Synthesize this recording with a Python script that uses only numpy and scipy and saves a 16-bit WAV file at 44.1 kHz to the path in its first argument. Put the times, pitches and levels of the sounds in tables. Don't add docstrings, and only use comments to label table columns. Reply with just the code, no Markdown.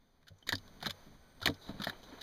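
import sys
import numpy as np
from scipy import signal
from scipy.fft import rfft, irfft, next_fast_len
from scipy.io import wavfile
from scipy.ndimage import map_coordinates

SR = 44100
rng = np.random.default_rng(int(sys.argv[2]) if len(sys.argv) > 2 else 0)


def wav_out(sig):
    wavfile.write(sys.argv[1], SR, np.round(np.clip(np.atleast_2d(sig).T, -1, 1) * 32767).astype(np.int16))


N = 98166


def amp(db):
    return 10 ** (np.asarray(db) / 20)


def unit(x):
    return x / np.sqrt(np.mean(x ** 2) + 1e-20)


def curves(rows):
    s, *cols = np.transpose(rows)
    return [np.interp(np.arange(N) / SR, s, c) for c in cols]


def wobble(rate_hz):
    points = rng.standard_normal(int(N * rate_hz / SR) + 4)
    return map_coordinates(points, [np.arange(N) * rate_hz / SR])


def filtered(x, response):
    m = next_fast_len(len(x) + 8192)
    return irfft(rfft(x, m) * response(np.fft.rfftfreq(m, 1 / SR)), m)[:len(x)]


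def colour(points):
    f, db = np.transpose(points)
    return lambda hz: amp(np.interp(np.log(hz + 1), np.log(f + 1), db, -120, -120))


def peak(centre_hz, width_hz):
    return lambda f: 1j * f * width_hz / (centre_hz ** 2 - f * f + 1j * f * width_hz)


def noise(response, count=N):
    return unit(filtered(rng.standard_normal(count), response))


# t/s, wet level/dB before SLAP_TRIM_DB, knock level/dB re wet,
# knock f/Hz, knock width/Hz, rise constant/s, t60/s
CONTACTS = [(.226, -63, 2, 1770, 1186, .002, 0.03), (.268, -53, 2, 1640, 504, 0.0032, 0.031),
            (0.2808, -40.5, -6, 1610, 505, 0.0014, 0.022), (0.3842, -63, 8, 6300, 1500, 0.00081, 0.017),
            (0.425, -56.5, 11.5, 3000, 250, 0.0006, 0.026), (0.4678, -38, -3, 1160, 614, 0.00091, 0.022),
            (0.4735, -34.5, -3.5, 2020, 700, 0.00043, 0.058),
            (0.4901, -15.5, -2.5, 1730, 607, 0.0012, 0.0095), (0.496, -36.5, 1.5, 1770, 500, 0.0011, 0.062),
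            (0.5237, -23, -6, 860, 920, 0.00014, 0.071), (0.5247, -26.5, 6.5, 1745, 297, 0.0027, 0.037),
            (0.5524, -28.5, 4, 4740, 905, 0.0039, 0.0097), (0.581, -39.5, -10.5, 4400, 600, 0.0006, 0.025),
            (0.6773, -46.5, -7, 970, 900, 0.00064, 0.029), (0.804, -41, -14, 1040, 1500, 0.00034, 0.016),
            (0.8122, -47, 2.5, 1690, 1500, 0.00089, 0.059), (.826, -30, 0.5, 706, 1620, 0.00058, 0.043),
            (0.839, -42.5, 7.5, 1900, 1610, 0.01, 0.11), (0.8589, -25, 0, 1420, 695, 0.00033, 0.038),
            (0.8656, -20, -5.5, 765, 1520, 0.0009, 0.015), (0.8722, -26.5, -4, 1060, 700, 0.00057, 0.015),
            (.892, -33, -4.5, 1930, 1530, 0.015, 0.036), (0.9056, -25, -7.5, 1530, 1560, 0.0013, 0.016),
            (1.4027, -47.5, -5, 593, 900, 0.00066, 0.034), (1.415, -37.5, -1, 880, 1540, 0.00077, 0.11),
            (1.425, -31.5, 0, 1366, 250, 0.0011, 0.055), (1.4398, -43, 1.5, 1260, 600, 0.0014, 0.072),
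            (1.4564, -10.5, -6, 2000, 1200, 0.0013, 0.01), (1.4594, -19, -2, 775, 900, 0.00086, 0.028),
            (1.473, -16.5, 6, 1770, 830, 0.00038, 0.016), (1.4791, -27.5, 3.5, 860, 1520, 0.00035, 0.044),
            (1.4981, -36.5, -4, 624, 900, 0.00068, 0.053), (1.539, -46, -5, 5100, 600, 0.0023, 0.031),
            (1.685, -45.5, 6, 656, 1190, .006, 0.055), (1.798, -41, 4.5, 1390, 1020, 0.001, 0.064),
            (1.8175, -29, -2, 1340, 1250, 0.0012, 0.035), (1.835, -26.5, -6, 1530, 1220, 0.013, 0.03),
            (1.8443, -37, 3, 11700, 4000, .0005, 0.013), (1.8693, -36, 12, 1730, 600, 0.0016, 0.026),
            (1.870, -33.5, 14.5, 687, 260, 0.00061, 0.008), (1.872, -37, 0.5, 1310, 1200, 0.005, 0.07),
            (1.8965, -26.5, 1, 1750, 690, 0.00058, 0.016), (2.0312, -44, -6, 605, 1230, 0.00046, 0.089),
            (2.209, -34.5, -10.5, 1830, 600, 0.0087, 0.03)]
# f/Hz, level/dB
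SMACK_SPECTRUM = [(1500, -46), (2700, -22), (4900, -10.5), (6000, -3.5), (8000, -13), (12000, -13),
                  (15200, -17.5), (15800, -68)]
# f/Hz, level/dB
PLANK_SPECTRUM = [(250, 5), (600, 2.5), (2200, -5.5), (3500, -8)]
SLAP_TRIM_DB = -9.0
SMACK_HZ, SMACK_WIDTH_HZ, SMACK_BROAD_DB = 3724, 1610, -7
KNOCK_BODY_DB = -14.5
CRACKLE_DB, CRACKLE_HOLD_SAMPLES = 6, 30
CRACK, CRACK_RISE_S = 0.6, 0.00043


def slaps():
    out, n = np.zeros(N + SR), SR // 6
    t = np.arange(n) / SR
    for s, db, knock_db, knock_hz, knock_width_hz, rise_s, t60_s in CONTACTS:
        shape = (1 - np.exp(-t / rise_s)) ** 2 * amp(-60 * t / t60_s)
        steps = np.repeat(rng.standard_normal(n // CRACKLE_HOLD_SAMPLES + 1), CRACKLE_HOLD_SAMPLES)[:n]
        crackle = amp([[CRACKLE_DB], [CRACKLE_DB / 2]] * np.tanh(steps))
        burst = shape * crackle * rng.standard_normal((2, n))
        click_at = np.argmax(shape > shape.max() / 2)
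        burst[:, click_at] += CRACK * np.linalg.norm(shape) * CRACK_RISE_S / rise_s

        smack_ring = peak(SMACK_HZ * rng.normal(1, .04), SMACK_WIDTH_HZ)
        smack_broad = colour(SMACK_SPECTRUM)
        wet = filtered(burst[0], lambda f: smack_ring(f) ** 2 + amp(SMACK_BROAD_DB) * smack_broad(f))

        knock_ring, plank = peak(knock_hz, knock_width_hz), colour(PLANK_SPECTRUM)
        knock = filtered(burst[1], lambda f: knock_ring(f) ** 2
                         + amp(KNOCK_BODY_DB) * plank(f) / plank(600))

        shape_rms = np.linalg.norm(shape) / shape.max() / np.sqrt(n)
        slap = unit(wet) + amp(knock_db) * unit(knock)
        out[round(s * SR):][:n] += amp(db + SLAP_TRIM_DB) * shape_rms * slap
    return out[:N]


# t/s, peak level/dB, favoured f/Hz
LANDINGS = [(0.222, -62.5, 154), (0.306, -48.5, 124), (0.471, -49, 250), (0.525, -38, 113),
            (0.533, -34.5, 266), (0.826, -44.5, 170), (0.863, -35, 173), (0.879, -39.5, 114),
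            (1.07, -51, 200), (1.425, -42, 91), (1.455, -38, 259), (1.477, -31, 170), (1.49, -27, 285),
            (1.693, -33, 198), (1.742, -41.5, 182), (1.799, -33.5, 197), (1.869, -36, 212),
            (2.09, -50.5, 242), (2.125, -46, 288)]
# f/Hz, relative level/dB, t60/s
HULL_MODES = [(95.9, 1.5, 0.2), (155.6, -1.5, 0.12), (202.4, 5, 0.057), (253.5, -3, 0.11),
              (279.7, 1.5, 0.089), (453.4, 7.5, 0.092), (551.4, 11, 0.082), (655, 9.5, 0.087)]
FAVOUR_OCT, FAVOUR_DB = 0.52, 10
CONTACT_S = 0.0046


def thuds():
    out, t = np.zeros(N + SR), np.arange(SR // 2) / SR
    for s, db, favoured_hz in LANDINGS:
        ring = np.zeros(len(t))
        for hz, mode_db, t60_s in HULL_MODES:
            most = 1.5 if hz < favoured_hz else 2.5
            loss_db = FAVOUR_DB * min((np.log2(hz / favoured_hz) / FAVOUR_OCT) ** 2, most)
            level_db = mode_db + rng.normal(0, 2.55) - loss_db
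            detuned_hz = hz * rng.normal(1, 0.011)
            ring += amp(level_db - 60 * t / t60_s) * np.sin(2 * np.pi * detuned_hz * t)
        ring *= 1 - np.exp(-t / CONTACT_S)
        out[round(s * SR):][:len(t)] += amp(db) * ring / np.abs(ring).max()
    return out[:N]


# t/s, hiss level/dB, scrape level/dB re hiss
SLITHER = [(1.5, -59, 0), (1.58, -74, 8), (1.608, -73, -2), (1.62, -55.5, -8.5), (1.7, -57, 1.5),
           (1.76, -65.5, 5), (1.9, -52, 1), (1.93, -67, 12), (2.01, -71, 4), (2.05, -64, 1),
           (2.12, -65.5, 9), (2.22, -63, 7)]


def slither():
    hiss_db, scrape_db = curves(SLITHER)
    fade_in = np.clip((np.arange(N) / SR - SLITHER[0][0]) / 0.038, 0, 1)
    ring, broad = peak(3950, 900), colour(SMACK_SPECTRUM)
    hiss = noise(lambda f: ring(f) ** 2 + amp(-11.5) * broad(f))
    hiss = unit(hiss * amp(3.0 * wobble(270)))
    scrape = unit(noise(colour(PLANK_SPECTRUM)) * amp(2.5 * wobble(90)))
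    return fade_in * amp(hiss_db) * (hiss + amp(scrape_db) * scrape)


ECHO_DB, ECHO_T60_S = -10.5, 0.057


def hull_echo(fish):
    t = np.arange(SR // 4) / SR
    tail = rng.standard_normal(len(t)) * amp(-60 * t / ECHO_T60_S)
    return amp(ECHO_DB) * signal.fftconvolve(fish, tail / np.linalg.norm(tail))[:N]


# t/s, upper wash level/dB, rumble level/dB
AIR_LEVELS = [(0, -76.5, -70), (.46, -74, -66), (.475, -66.5, -58), (.95, -62, -61), (1.3, -67, -64.5),
              (1.6, -64, -58), (2.226, -63, -60.5)]
# f/Hz, relative level/dB
WASH_SPECTRUM = [(250, -14), (400, 9.5), (900, 5.5), (1500, 1), (2400, -1), (4600, -1.5), (5600, -14),
                 (7300, -21), (8700, -12.5), (12000, -15), (15200, -12.5), (15500, -53)]
# f/Hz, relative level/dB
RUMBLE_SPECTRUM = [(10, 3.5), (20, -5.5), (100, -15.5), (250, -14.5), (450, -32.5)]
# f/Hz, width/Hz, level/dB re wash
INSECT_BANDS = [(1510, 4, -15.5), (6150, 570, -12)]
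TICK_DB = -31


def air():
    wash_db, rumble_db = curves(AIR_LEVELS)
    upper = noise(colour(WASH_SPECTRUM)) + amp(TICK_DB) * ticking()
    for hz, width_hz, db in INSECT_BANDS:
        band = peak(hz, width_hz)
        upper += amp(db + 1.56 * wobble(7.06)) * noise(lambda f: band(f) ** 2)
    upper *= amp(wash_db + 0.8 * wobble(40))
    rumble = amp(rumble_db + 3 * wobble(7.97)) * noise(colour(RUMBLE_SPECTRUM))
    return upper + rumble


TICK_RATE_HZ, TICK_FIRST_S, TICK_HZ, TICK_WIDTH_HZ = 60, .005, 7150, 1500


def ticking():
    clicks = np.zeros(N)
    at_s = np.arange(TICK_FIRST_S, N / SR - TICK_FIRST_S, 1 / TICK_RATE_HZ)
    clicks[(at_s * SR).astype(int)] = amp(2 * rng.standard_normal(len(at_s)))
    return unit(filtered(clicks, lambda f: peak(TICK_HZ, TICK_WIDTH_HZ)(f) ** 2))


# start t/s, end t/s, f/Hz, level/dB at mid-swell
INSECT_TONES = [(-.3, 0.18, 3600, -82), (1.1, 1.7, 8610, -81.5)]


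def singers():
    t = np.arange(N) / SR
    out = np.zeros(N)
    for start_s, end_s, hz, db in INSECT_TONES:
        swell = np.sin(np.pi * np.clip((t - start_s) / (end_s - start_s), 0, 1))
        out += amp(db) * swell * noise(lambda f: peak(hz, hz / 80)(f) ** 2)
    return out


def scene():
    fish = slaps() + slither()
    return (fish + hull_echo(fish) + thuds() + air() + singers())[None]


# f/Hz, width/Hz, depth (1 = full cut)
HOUSING_NOTCHES = [(2730, 640, .97), (5500, 450, .95), (7950, 900, .93), (10930, 600, .92)]
TOP_HZ = 16400


def record(dry):
    def notches(f):
        return np.prod([1 - depth * peak(hz, width_hz)(f) for hz, width_hz, depth in HOUSING_NOTCHES], axis=0)

    return filtered(filtered(dry[0], notches), lambda hz: hz < TOP_HZ)[None]


dry = scene()
out = record(dry)
wav_out(out)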